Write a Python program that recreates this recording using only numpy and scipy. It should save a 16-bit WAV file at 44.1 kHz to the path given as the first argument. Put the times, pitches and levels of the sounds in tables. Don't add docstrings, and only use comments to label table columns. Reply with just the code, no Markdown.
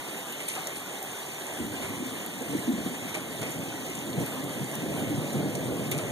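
import sys
import numpy as np
from scipy import signal
from scipy.fft import rfft, irfft
from scipy.io import wavfile
from scipy.ndimage import uniform_filter1d

SR = 44100
rng = np.random.default_rng(int(sys.argv[2]) if len(sys.argv) > 2 else 0)


def to_wav(s):
    ch = np.atleast_2d(s).T
    pcm = np.round(np.clip(ch, -1, 1) * 32767)
    wavfile.write(sys.argv[1], SR, pcm.astype(np.int16))


N = 269451
T = np.arange(N) / SR
HZ = np.fft.rfftfreq(N, 1 / SR)

# f/Hz, level/dB
FAR_TONE = [(25, -75), (55, -30), (85, -7), (130, -3.5), (200, 0.5), (280, 6.5), (400, -2.5), (600, -12.5),
            (900, -32), (2000, -88)]
NEAR_TONE = [(25, -53), (55, -37), (85, -15.5), (130, 1.5), (200, -2), (290, -2), (400, -5.5), (600, -6),
             (780, -13.5), (1100, -30), (2500, -61)]
# t/s, level/dB, nearness/0-1
RUMBLE = [(0, -54.5, 0.34), (1.45, -52.5, 0.3), (1.7, -45.5, 0), (3.9, -42, 0.36), (4.9, -39, 0.89),
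          (6.11, -36, 0.82)]
# t/s at the loudest point, level/dB, t60/s, nearness/0-1
PEALS = [(1.635, -40, 2.1, 0.3), (1.93, -41.5, 1.9, 0), (2.54, -36, 1.6, 0.04), (2.8, -37.5, 1.5, 0.36),
         (3.42, -41, 1.2, 0.6), (3.59, -39, 0.79, 1), (4.1, -42, .5, 0.3), (4.19, -31.5, 0.4, 0.9),
         (4.46, -40, 0.93, .95), (4.87, -34, 4.7, 0.47), (5.11, -37.5, 0.56, 0.4), (5.38, -33, 3.1, 0.8),
         (5.73, -38, 1.1, 1)]
# t/s at the loudest point, level/dB, f/Hz, width/octaves, length/s
BOOMS = [(1.613, -28, 290, 0.36, 0.058), (1.622, -44, 76, .36, .1), (1.653, -31, 233, .5, 0.053),
         (1.71, -42, 110, .5, 0.16), (1.867, -48, 80, .3, 0.16), (2.016, -30, 285, 0.28, 0.058),
         (2.423, -30, 312, 0.85, 0.048), (2.55, -24.5, 300, 0.65, .065), (2.694, -18, 261.5, 0.29, 0.045),
         (2.746, -25.5, 210, 0.21, 0.064), (2.8, -34, 217, .5, 0.095), (2.81, -51, 70, .35, .08),
         (2.87, -26.5, 250, 0.51, 0.068), (3.415, -35, 124, 0.28, .08), (4.186, -23.5, 141, 0.28, 0.052),
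         (4.228, -30, 310, 0.74, 0.048), (4.394, -30.5, 282, .3, 0.059), (4.577, -29, 278, .3, .045),
         (4.617, -28, 155, 0.43, .07), (5.117, -25, 308, 0.22, 0.053), (5.143, -34.5, 135, 0.3, 0.0603),
         (5.191, -24.5, 146, 0.25, .05), (5.358, -25.5, 210, 0.29, 0.0507), (5.384, -29, 137, .32, .055),
         (5.399, -27.5, 207, 0.54, .05), (5.409, -31.5, 620, 0.33, 0.048), (5.468, -28.5, 304, .25, 0.074),
         (5.555, -30.5, 138, .45, .05), (5.581, -28, 340, 0.51, 0.051), (5.718, -46, 82, .28, .11),
         (5.725, -31, 560, 0.57, 0.048), (5.975, -30, 155, 0.34, .05)]
# f/Hz, level/dB
RAIN_TONE = [(30, -66), (70, -22), (140, -6.5), (370, 0.5), (550, -1), (750, 0.5), (1050, -3), (1450, -7.5),
             (2200, -3), (2800, -3.5), (3600, -6), (4500, -11), (7500, -9.5), (11000, -10.5), (14000, -19),
             (15500, -17)]
# t/s, level/dB
RAIN_LEVEL = [(0, -37), (.7, -37.5), (1.2, -37.5), (1.8, -37), (2.25, -37.5), (2.7, -37), (3.3, -38),
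              (3.8, -38), (4.3, -37.5), (5.1, -37), (5.7, -38.5), (6.11, -37.5)]
# t/s, level/dB, f/Hz, t60/s
PLOPS = [(.556, -39, 875, .1), (.574, -29, 757, 0.12), (.604, -40, 896, .1), (.606, -38, 1165, .1),
         (1.02, -32.5, 770, 0.073), (3.148, -36, 634, 0.083), (3.166, -33, 803, 0.1),
         (3.168, -28.5, 617, 0.08), (5.916, -27, 3490, 0.033), (5.926, -37, 3180, 0.045),
         (5.988, -43, 2150, .05), (5.993, -33, 680, 0.068)]
# t/s, spray level/dB, spray tilt/dB per octave, spray t60/s, slap level/dB
SPLASHES = [(.402, -37.5, -6.5, 0.46, -40), (0.479, -31, -2.5, 0.37, -40), (.552, -37, -5.5, 0.35, -30.5),
            (.755, -36.5, -2, 0.25, -52), (1.824, -36, -6, 0.41, -31), (3.142, -33, -6, 0.33, -29.5),
            (3.415, -34, -8, 0.56, -31.5), (4.19, -41, -3, .3, -50), (4.26, -36, -3, 0.18, -55),
            (5.914, -29.5, -6, 0.26, -31.5), (5.98, -33, -6, 0.22, -31)]
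# f/Hz, level/dB
SPRAY_TONE = [(30, -60), (120, -47), (400, -5.5), (750, -17), (1400, -27), (2300, 6.5), (3500, -2),
              (7500, 1.5), (11000, 6.5), (15500, -34)]
SLAP_TONE = [(100, -39), (350, 8.5), (700, -7), (1200, 0), (2200, -10), (3500, -13), (8000, -43)]
# t/s, level/dB, f/Hz, splatter t60/s, width/octaves
DRIPS = [(0.324, -31, 10000, .014, 0.8), (.4094, -32, 8800, .03, .25), (0.4853, -20, 9100, .035, 0.4),
         (0.4985, -28, 4600, .12, 0.9), (.529, -31, 9400, .025, .3), (0.5525, -29, 6000, .06, .9),
         (0.6713, -21.5, 7200, 0.043, 0.85), (1.028, -26.5, 11000, .04, 1.2),
         (1.4207, -32, 3700, .03, 0.54), (1.4675, -30, 7500, .025, .4), (2.0655, -30.5, 9800, .03, .5),
         (2.263, -26.5, 9800, 0.016, .65), (2.421, -31, 7540, .025, 0.73), (2.5943, -32, 9400, .02, .5),
         (3.146, -27.5, 6400, .04, 0.45), (3.416, -31, 9000, .05, .8), (3.495, -29.5, 9000, .03, .25),
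         (3.506, -31, 9500, .3, .7), (3.5203, -31.5, 7200, .18, 0.65), (3.953, -28.5, 7300, 0.033, 0.59),
         (3.9887, -32, 7000, .025, .35), (4.131, -33.5, 3770, .045, .5), (4.2, -32, 9400, .04, 0.32),
         (4.262, -32, 11200, 0.2, 0.34), (4.4428, -31, 9000, .05, 1), (4.6435, -30, 7800, .025, .6),
         (4.7537, -24, 9000, .025, 0.98), (5.3305, -30, 9000, 0.046, 0.53),
         (5.5525, -25.5, 5860, 0.12, 1.2), (5.555, -34, 6200, .06, 0.65), (5.9138, -23, 10800, 0.075, 0.8),
         (5.9157, -27, 4600, .08, 1.1), (5.9165, -34, 2700, .07, .7), (5.9205, -27, 6000, .05, 1.1),
         (5.979, -29, 8400, .1, .9), (5.9855, -31, 6200, .05, 0.55)]
# f/Hz, level/dB
SIDE_LEVEL = [(30, 12), (130, -7.5), (280, -8), (600, -7), (1000, -6), (1500, 6.5), (2500, -1.5),
              (16000, 1)]
# f/Hz, weight/0-1
SIDE_DIRECT = [(50, 0.58), (250, 1), (600, .25), (1100, .3), (2000, 0.63), (3400, .62), (4600, .35),
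               (7000, .1), (10000, 0.2), (16000, .25)]
# f/Hz, level/dB
BALANCE = [(100, 0.5), (250, 0), (550, -2), (850, -2.5), (1300, 0.5), (16000, 0.4)]
# f/Hz, level/dB
PORT_TONE = [(3650, 0), (4100, -3), (4550, -2.8), (4950, -7.5), (5550, -7.5), (5800, .3), (6100, -2),
             (7200, .8), (8200, -.4), (12500, -.5), (14000, .8)]


def gain_of(db):
    return 10 ** (np.asarray(db) / 20)


def evened(x):
    return x / np.sqrt(np.mean(x ** 2) + 1e-20)


def read(table, hz):
    f, value = np.transpose(table)
    return np.interp(np.log(hz + 1), np.log(f + 1), value)


def add(mix, s, sound):
    part = mix[:, max(round(s * SR), 0):][:, :sound.shape[1]]
    part += sound[:, :part.shape[1]]


def noise(tone, size):
    white = rfft(rng.standard_normal((2, size)))
    return evened(irfft(white * gain_of(tone(np.fft.rfftfreq(size, 1 / SR))), size))


def hump(centre_hz, octaves):
    return lambda hz: -10 * (np.log2((hz + 1) / centre_hz) / octaves) ** 2


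def drift(low_hz, high_hz):
    t = T[::128]
    waves = (np.sin(2 * np.pi * (f * t + rng.random())) / np.sqrt(f)
             for f in np.geomspace(low_hz, high_hz, 20))
    return np.interp(T, t, evened(sum(waves)))


def peal(s, db, t60, rise_s=0.068):
    return gain_of(db - 10 * (np.minimum(T - s, 0) / rise_s) ** 2 - 60 * np.maximum(T - s, 0) / t60)


def thunder_roll(level_db=0.58, lumps_db=1.0):
    s, db, nearness = np.transpose(RUMBLE)
    parts = [(gain_of(np.interp(T, s, db)), np.interp(T, s, nearness))]
    parts += [(peal(*shape), share) for *shape, share in PEALS]
    near_gain = np.sqrt(sum(gain ** 2 * share for gain, share in parts))
    far_gain = np.sqrt(sum(gain ** 2 * (1 - share) for gain, share in parts))
    far = far_gain * noise(lambda hz: read(FAR_TONE, hz), N)
    near = near_gain * noise(lambda hz: read(NEAR_TONE, hz), N)
    return (far + near) * gain_of(level_db + lumps_db * drift(6.9, 35))


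def thunder_booms(level_db=-4, echo_db=-13, echo_t60=0.3):
    t, out = np.arange(16384) / SR, np.zeros((2, N))
    for s, db, hz, width, length in BOOMS:
        swell = np.sin(np.pi * np.minimum(t / length, 1)) ** 2
        thud = noise(hump(hz, width), len(t)) * swell
        thud *= np.linalg.norm(swell) / np.linalg.norm(thud, axis=1, keepdims=True)
        fade = gain_of(echo_db - 60 * np.maximum(t - length, 0) / echo_t60)
        echo = np.minimum(t / length, 1) ** 2 * fade * noise(hump(hz, width), len(t))
        add(out, s - length / 2, gain_of(db + level_db) * (thud + echo))
    return out


def rain_hiss(swell_db=0.73, patch_db=1.47):
    grid = signal.stft(noise(lambda hz: read(RAIN_TONE, hz), N), nperseg=1024)[2]
    patches = rng.standard_normal(grid.shape[1:])
    for axis in (0, 1):
        patches = uniform_filter1d(patches, size=6, axis=axis)
    hiss = signal.istft(grid * gain_of(patch_db * evened(patches)), nperseg=1024)[1][:, :N]
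    level_db = np.interp(T, *np.transpose(RAIN_LEVEL)) + swell_db * drift(2.2, 25)
    return gain_of(level_db) * evened(hiss)


def leaves(per_s, spread_db, low_hz, high_hz, t60, octaves, count=32):
    t, out = np.arange(2048) / SR, np.zeros((2, N))
    for leaf_hz in np.linspace(low_hz, high_hz, count):
        tick = noise(hump(leaf_hz, octaves), len(t)) * gain_of(-60 * t / t60)
        strength = gain_of(spread_db * np.minimum(rng.exponential(1, N), 3.6))
        hits = strength * (rng.random(N) < per_s / count / SR)
        out += signal.oaconvolve(hits[None], evened(tick), axes=1)[:, :N]
    return evened(out)


def drizzle(fine_db=-54.5, broad_db=-49.5):
    fine = leaves(per_s=470, spread_db=7.5, low_hz=3870, high_hz=13900, t60=0.0081, octaves=1.0)
    broad = leaves(per_s=160, spread_db=2.5, low_hz=1233, high_hz=8590, t60=0.082, octaves=0.11)
    return gain_of(fine_db) * fine + gain_of(broad_db) * broad


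def plops(rise_s=0.002, glide=0.25):
    t, out = np.arange(8192) / SR, np.zeros((2, N))
    for s, db, hz, t60 in PLOPS:
        ring = np.sin(2 * np.pi * (hz * t * (1 + glide * t) + rng.random((2, 1))))
        add(out, s, ring * (1 - np.exp(-t / rise_s)) * gain_of(db - 60 * t / t60))
    return out


def splashes(rise_s=0.00024, clump_db=3, slap_rise_s=0.011, slap_t60=0.28, slap_gain_db=-7):
    t, out = np.arange(16384) / SR, np.zeros((2, N))
    for s, db, tilt_db, t60, slap_db in SPLASHES:
        spray = noise(lambda hz: read(SPRAY_TONE, hz) + tilt_db * np.log2(1 + hz / 500), len(t))
        flicker = evened(uniform_filter1d(rng.standard_normal(len(t)), size=90))
        clumps = evened(gain_of(clump_db * flicker))
        add(out, s, spray * clumps * (1 - np.exp(-t / rise_s)) * gain_of(db - 60 * t / t60))
        slap = noise(lambda hz: read(SLAP_TONE, hz), len(t)) * np.minimum(t / slap_rise_s, 1)
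        fade_db = 60 * np.maximum(t - slap_rise_s, 0) / slap_t60
        add(out, s, slap * gain_of(slap_db + slap_gain_db - fade_db))
    return out


def drips(level_db=-2, splatter_db=-11, click_share=0.27, click_t60=0.003, snap_t60=0.013,
          faint_per_s=1.5, faint_db=-33.5, faint_hz=8600, faint_t60=0.04, faint_octaves=0.76):
    t, out = np.arange(8192) / SR, np.zeros((2, N))
    onset = 1 - np.exp(-t / 0.0002)
    click_shape = gain_of(-60 * t / click_t60)
    snap_shape = onset * gain_of(-60 * t / snap_t60)
    faint = [(when * N / SR, faint_db, faint_hz * 2 ** (0.2 * (2 * pitch - 1)), faint_t60, faint_octaves)
             for when, pitch in rng.random((round(faint_per_s * N / SR), 2))]
    for s, db, hz, t60, width in DRIPS + faint:
        fizz = noise(hump(hz, width), len(t))
        click = np.sqrt(click_share) * evened(click_shape * fizz)
        snap = np.sqrt(1 - click_share) * evened(snap_shape * fizz)
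        impact = evened(click + snap) * snap_shape.std()
        splatter = fizz * onset * gain_of(splatter_db - 60 * t / t60)
        add(out, s, gain_of(db + level_db) * (impact + splatter))
    return out


def scene():
    water = rain_hiss() + drizzle() + drips() + splashes() + plops()
    mid, scattered = rfft(water + thunder_roll() + thunder_booms())
    direct = read(SIDE_DIRECT, HZ)
    side = gain_of(read(SIDE_LEVEL, HZ)) * (1j * direct * mid + np.sqrt(1 - direct ** 2) * scattered)
    lean = gain_of(read(BALANCE, HZ) / 2)
    return irfft(np.array([(mid + side) * lean, (mid - side) / lean]), N)


def record(dry, notch_spacing_hz=2600, notch_width=0.42, top_hz=15780):
    left, right = rfft(dry) * gain_of(read(PORT_TONE, HZ))
    angle = np.pi * HZ / notch_spacing_hz
    mid_comb, side_comb = (c * np.tanh((c / notch_width) ** 2) for c in (np.sin(angle), np.cos(angle)))
    total = np.hypot(mid_comb, side_comb)
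    bass = angle < np.pi / 2
    mid = (left + right) / 2 * np.where(bass, 1, mid_comb / total)
    side = (left - right) / 2 * np.where(bass, np.tanh(4 * abs(side_comb)), side_comb / total)
    wide = irfft(np.array([mid + side, mid - side]), N)
    treble_cut = signal.firwin(1023, top_hz, window=("kaiser", 9), fs=SR)
    return signal.oaconvolve(wide, treble_cut[None], "same")


dry = scene()
out = record(dry)
to_wav(out)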